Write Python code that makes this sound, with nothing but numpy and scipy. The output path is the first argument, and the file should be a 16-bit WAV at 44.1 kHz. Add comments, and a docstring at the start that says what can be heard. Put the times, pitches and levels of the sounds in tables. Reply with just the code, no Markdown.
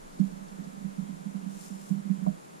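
"""Someone solders a wire to a small model on a workbench where a camera also stands, with steady hiss in the room.
Rumble (slow noise) fades from the start, and the hot tip makes faint clicks (short noise bursts) early on.
From 0.2 s, hands and iron nudge the work: each nudge rings the bench in a low pop; noise bands scuff and rustle.
From about 1.5 to 2 s flux sizzles and spits: noise as steam, random pulses as bubbles, short bursts as spits.
Near 2.26 s a harder knock and its rebound ring higher notes with a noise rattle; rumble briefly returns before."""
import sys
import numpy as np
from scipy import signal
from scipy.fft import rfft, irfft
from scipy.io import wavfile

SR = 44100
rng = np.random.default_rng(int(sys.argv[2]) if len(sys.argv) > 2 else 0)


def transcribe(u):
    """Save the signal u as a 16-bit wav file named by the first command-line argument.

    u: samples, shape (n,) or (channels, n), limited to [-1, 1]; the rate is SR.
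    q: integer samples, one column per channel.
    """
    v = np.clip(np.atleast_2d(u).T, -1, 1)
    q = np.round(v * 32767).astype(np.int16)
    wavfile.write(sys.argv[1], SR, q)


N = 114660  # samples, 2.6 s


def amp(db):
    """Turns decibels into a gain."""
    return 10 ** (np.asarray(db) / 20)


def unit(x):
    """Scales to an average (rms) strength of 1."""
    return x / np.sqrt(np.mean(x ** 2) + 1e-20)


def bins():
    """Frequencies in the spectrum of the whole scene, in Hz."""
    return np.fft.rfftfreq(N, 1 / SR)


def spectrum(points):
    """Joins (f/Hz, value) points by straight lines on a log-frequency axis."""
    hz, value = np.transpose(points)
    return np.interp(np.log(bins() + 1), np.log(hz + 1), value)


def level(points):
    """Joins (t/s, level/dB) points into a gain for every sample."""
    s, db = np.transpose(points)
    return amp(np.interp(np.arange(N) / SR, s, db))


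def blows(rows):
    """Makes one single-sample push for each (t/s, level/dB) row."""
    force = np.zeros(N)
    for s, db in rows:
        force[round(s * SR)] += amp(db)
    return force


def snaps(rows, decay_s):
    """Makes a short dying burst of stereo noise for each (t/s, level/dB) row."""
    keep_per_sample = np.exp(-1 / (decay_s * SR))
    envelope = signal.lfilter([1], [1, -keep_per_sample], blows(rows))
    return envelope * rng.standard_normal((2, N))


def ring(modes):
    """Half a second of stereo ringing after one blow: fading tones, neighbours swinging opposite ways."""
    t = np.arange(SR // 2) / SR
    total = np.zeros((2, len(t)))
    for k, (hz, t60, left_db, right_db) in enumerate(modes):
        fade = np.exp(-np.log(1000) * t / t60)  # 60 dB down after t60
        tone = (-1) ** k * np.cos(2 * np.pi * hz * t)
        total += amp([[left_db], [right_db]]) * fade * tone
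    return total


LOW_CUT_HZ = 195.3  # the stand passes little below this


def through_stand(force, response, soft_hz):
    """A force rings the bench; soft contact dulls the treble and the stand removes the deep bass."""
    ringing = signal.fftconvolve(force[None], response, axes=1)[:, :N]
    low_cut = signal.butter(6, LOW_CUT_HZ, "high", fs=SR, output="sos")
    sound = signal.sosfilt(low_cut, ringing)
    softness = 1 + (bins() / soft_hz) ** 4  # halves the strength at soft_hz
    return irfft(rfft(sound) / softness, N)


# bumps of hands and iron on the work [t/s, level/dB, lift of lowest bench mode/dB, lift of highest/dB]
BUMPS = [(0.1918, 1.5, 1, 3.5), (0.2169, -29, -9, -2), (0.3131, -15.5, 4, 7), (0.355, -26.5, 6, 5),
         (0.4065, -21, -2, 2), (0.507, -22.5, 1.5, -7), (0.5854, -16.5, 7.5, 7), (0.6192, -18.5, -2, -1),
         (0.6618, -19.5, 5, 12), (0.7261, -22.5, -10, 1), (0.7668, -20.0, 2, -10),
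         (0.8064, -22.0, -1, 13.5), (0.8382, -10.0, 2.5, 3.5), (0.9754, -7.5, 2, -3), (1.0131, -14, 2.5, 1),
         (1.0366, -25, -1, 0), (1.0869, -14.5, -9, 9), (1.1251, -20, 8.5, -10), (1.1975, -23.5, 9, 6),
         (1.2521, -10.5, 1, -7), (1.266, -16, 1, 5), (1.3431, -9.5, -4.5, 0), (1.4221, -16.5, -2, 3),
         (1.4545, -10, -1, 4.5), (1.5569, -30.5, 9, 0), (1.703, -14, -4.5, -5), (1.74, -27.5, 7, -5),
         (1.7956, -29, 7, -6), (1.8952, -12, 3.5, -5), (1.9013, -4, 0.5, 1), (1.9513, -14, 5.5, 1),
         (1.9766, -16, -4, -17), (2.0523, -13.5, -7, -4), (2.0777, -24, 11.5, -6), (2.094, -2, 1, -2),
         (2.1277, -18, 0, -7), (2.1743, -15.5, 6.5, -10), (2.2009, -22, 9.5, -3), (2.2172, -8.5, -4, -3),
         (2.2639, -2.5, 3.5, 2.5), (2.3023, -13.5, 1.5, -8)]
# low modes of bench and camera stand, before the stand filter [f/Hz, t60/s, left level/dB, right level/dB]
BENCH_MODES = [(161.75, 0.19, -38.5, -11.5), (194.5, 0.25, -34.5, -8), (266.7, 0.26, -66, -32)]
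# short thud that opens each bump, before the stand filter [f/Hz, t60/s, left level/dB, right level/dB]
THUD_MODES = [(214, 0.064, -26, -17.5), (316, 0.02, -29.5, -24.5), (344, 0.085, -40.5, -36.5)]
# unsteady hands keep the bench trembling [t/s, level/dB]
TREMBLE_LEVEL = [(0, -74), (.18, -51), (.3, -49.5), (1.1, -52), (1.6, -49), (1.85, -48), (2.1, -46),
                 (2.35, -56), (2.6, -64)]
THUD_GROWTH = 1.33  # dB of thud per dB of bump: firm bumps are harder
TREMBLE_SOFT_HZ, TREMBLE_THUD_DB = 506, 2.5  # the tremble also stirs the thud modes, lifted by this


def bench():
    """Bumps and a faint tremble ring the same low modes; each bump favours different modes."""
    s, db, low_lift_db, high_lift_db = np.transpose(BUMPS)
    lifts_db = (low_lift_db, 0, high_lift_db)
    pops = np.zeros((2, N))
    for mode, lift_db, sign in zip(BENCH_MODES, lifts_db, (1, -1, 1)):
        force = blows(zip(s, db + lift_db))
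        pops += sign * through_stand(force, ring([mode]), soft_hz=390)
    thuds = through_stand(blows(zip(s, THUD_GROWTH * db)), ring(THUD_MODES), soft_hz=424)
    tremble_ring = ring(BENCH_MODES) + amp(TREMBLE_THUD_DB) * ring(THUD_MODES)
    tremble = through_stand(rng.standard_normal(N), tremble_ring, TREMBLE_SOFT_HZ)
    return pops + thuds + unit(tremble) * level(TREMBLE_LEVEL)


# the harder knock and its small rebound [t/s, level/dB]
KNOCKS = [(2.2645, -1), (2.2744, -12.5)]
# what the knock rings with, before the stand filter [f/Hz, t60/s, left level/dB, right level/dB]
KNOCK_MODES = [(160.4, 0.4, -25, -31.5), (370, 0.049, -35.5, -32.5), (614, 0.14, -31, -27.5),
               (655, 0.055, -35, -30), (716, 0.08, -34.5, -29), (925, 0.023, -33.5, -28),
               (1060, 0.06, -43, -36), (1186, 0.049, -37.5, -43.5), (1420, .025, -46, -45)]


def knock():
    """One harder contact and its rebound also wake higher modes, opposed between the two channels."""
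    return through_stand(blows(KNOCKS), ring(KNOCK_MODES), soft_hz=1690) * np.array([[-1], [1]])


# level of the sizzling flux [t/s, level/dB]
SIZZLE_LEVEL = [(1.475, -72), (1.505, -59), (1.56, -56.5), (1.6, -53.5), (1.675, -54), (1.71, -57.5),
                (1.8, -58.5), (1.85, -58.5), (1.895, -56.5), (1.93, -63), (1.98, -80)]
# larger spits of flux [t/s, level/dB]
SPITS = [(1.611, -48.5), (1.622, -52), (1.638, -50), (1.647, -52), (1.661, -47), (1.681, -49.5),
         (1.813, -51), (1.860, -53), (1.892, -49)]
# relative colour of sizzle and spits [f/Hz, level/dB]
FIZZ_COLOUR = [(1000, -32), (2500, -9.5), (4600, -6), (5600, -0.5), (6500, -1), (7200, -3.5), (8100, -3.5),
               (9500, -3), (10500, -3.5), (11200, -9.5), (13000, -7.5), (15000, -17)]
# narrow resonances in that colour [f/Hz, full width/Hz, left lift/dB, right lift/dB]
FIZZ_PEAKS = [(7140, 160, 11, -9), (7400, 220, 13.5, -16), (8950, 150, 12, -2), (10400, 470, -3, 4)]
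BUBBLES_PER_S, BUBBLE_SPREAD_DB = 2500, 5
STEAM_DB = 6  # steam relative to bubbles
SPIT_DECAY_S = 0.004


def flux():
    """Tiny bursting bubbles, steam and a few larger spits share one bright colour."""
    sizes = amp(BUBBLE_SPREAD_DB * np.minimum(rng.exponential(1, N), 4))
    bursts = rng.random(N) < BUBBLES_PER_S / SR  # same moments in both channels
    bubbles = unit(rng.standard_normal((2, N)) * sizes * bursts)
    steam = amp(STEAM_DB) * rng.standard_normal((2, N))
    sizzle = unit(bubbles + steam) * level(SIZZLE_LEVEL)
    drive = sizzle + snaps(SPITS, SPIT_DECAY_S)
    peaks_db = np.zeros((2, len(bins())))
    for hz, width, left_db, right_db in FIZZ_PEAKS:
        peaks_db += np.array([[left_db], [right_db]]) / (1 + (2 * (bins() - hz) / width) ** 2)
    colour = unit(amp(spectrum(FIZZ_COLOUR) + peaks_db))
    return irfft(rfft(drive) * colour, N)


# noise bands: scuffs and sleeve rustle on the bench, and the rough rattle of the knock near 2.27 s
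# [t/s, length/s, right level/dB, centre f/Hz, half width/Hz]
NOISE_BANDS = [(.192, 0.094, -40.5, 310, 55), (0.202, 0.27, -57, 480, 220), (.33, .14, -60, 1200, 800),
               (0.585, 0.12, -47, 305, 55), (.62, 0.15, -55, 1100, 800), (.68, .2, -55, 320, 60),
               (1.02, 0.065, -47, 282, 22), (1.094, .07, -41, 240, 35), (2.269, .04, -41, 700, 70),
               (2.27, .02, -54, 1220, 200)]
BAND_RISE_S, BAND_LEFT_DB = 0.0085, -4.5  # left is relative to right


def scuffs_and_rattle():
    """Scuffs, rustle and the knock's rattle: noise bands rise fast and fade, opposed between channels."""
    t, out = np.arange(N) / SR, np.zeros(N)
    for s, length, db, hz, width in NOISE_BANDS:
        rise = np.clip((t - s) / BAND_RISE_S, 0, 1)
        fade = np.clip(1 - (t - s) / length, 0, 1)
        band = 1 / (1 + ((bins() - hz) / width) ** 4)
        noise = unit(irfft(rfft(rng.standard_normal(N)) * band, N))
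        out += amp(db) * rise * fade * noise
    return out * amp([[BAND_LEFT_DB], [0]]) * np.array([[-1], [1]])


# faint metal clicks of the tip finding the joint [t/s, level/dB]
CLICKS = [(.125, -58.5), (.143, -68), (.189, -57.5), (.197, -60), (.250, -61), (.269, -62), (.315, -60),
          (.368, -64), (.483, -60), (.640, -58)]
# relative colour of the clicks [f/Hz, level/dB]
CLICK_COLOUR = [(1500, -31), (3300, -8), (4400, 1), (5100, -6), (5800, 3), (6600, -12), (9000, -7),
                (14000, -30)]
CLICK_DECAY_S = 0.011


def clicks():
    """The metal tip touches the joint lightly: short noise bursts with a bright colour."""
    colour = unit(amp(spectrum(CLICK_COLOUR)))
    return irfft(rfft(snaps(CLICKS, CLICK_DECAY_S)) * colour, N)


# relative colour of the room hiss [f/Hz, level/dB]
ROOM_COLOUR = [(20, -23), (60, -16.5), (105, -7), (125, -6.5), (150, 8.5), (220, 4), (320, 3), (500, 1),
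               (900, -1), (1400, -6.5), (2000, -11.5), (3000, -17.5), (5000, -19.5), (6300, -18.5),
               (7100, -14), (8000, -19.5), (10000, -18.5), (11200, -23.5), (13000, -27), (15000, -38.5)]
# likeness of left and right: 1 the same, 0 unrelated, -1 opposed [f/Hz, likeness]
ROOM_SAME = [(60, 0.98), (99, -0.63), (160, 0.11), (270, -0.37), (440, -0.68), (730, -0.86), (1190, -0.76),
             (1970, -0.5), (3240, 0.47), (5330, 0.015), (8770, -0.18), (14400, 0.02)]
# balance of the hiss [f/Hz, left minus right level/dB]
ROOM_BALANCE = [(100, 1.5), (500, 0), (2000, 0.5), (4500, -1), (7000, -1), (8500, -4), (11000, -1.5),
                (14000, 0)]
ROOM_DB = -48.5


def room():
    """Steady noise hiss, its midrange largely opposed between the two channels."""
    a, b = rfft(rng.standard_normal((2, N)))
    same = np.clip(spectrum(ROOM_SAME), -1, 1)
    pair = np.array([a, same * a + np.sqrt(1 - same ** 2) * b])
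    sides_db = np.array([[.5], [-.5]]) * spectrum(ROOM_BALANCE)
    hiss = irfft(pair * amp(spectrum(ROOM_COLOUR) + sides_db), N)
    return amp(ROOM_DB) * unit(hiss)


# deep rumble that dies away, with a brief return, before the left-right shift [t/s, level/dB]
RUMBLE_LEVEL = [(0.0, -56), (1.14, -67.5), (2.21, -75), (2.23, -61), (2.6, -87)]
RUMBLE_HZ, RUMBLE_HALF_WIDTH_HZ = 24, 6.3


def rumble():
    """Noise in a very low, narrow band, a little stronger on the right."""
    band = 1 / (1 + ((bins() - RUMBLE_HZ) / RUMBLE_HALF_WIDTH_HZ) ** 2)
    noise = unit(irfft(rfft(rng.standard_normal(N)) * band, N))
    return noise * level(RUMBLE_LEVEL) * amp([[-2], [1.5]])


def scene():
    """Adds up everything heard at the bench."""
    return bench() + knock() + flux() + scuffs_and_rattle() + clicks() + room() + rumble()


EDGE_HZ = 15100  # upper edge of the sound


def record(dry):
    """The recorder's band limit: a steep filter removes the highest treble."""
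    low_pass = signal.firwin(511, EDGE_HZ, window=("kaiser", 9), fs=SR)
    return signal.oaconvolve(dry, low_pass[None], "same")


dry = scene()
out = record(dry)
transcribe(out)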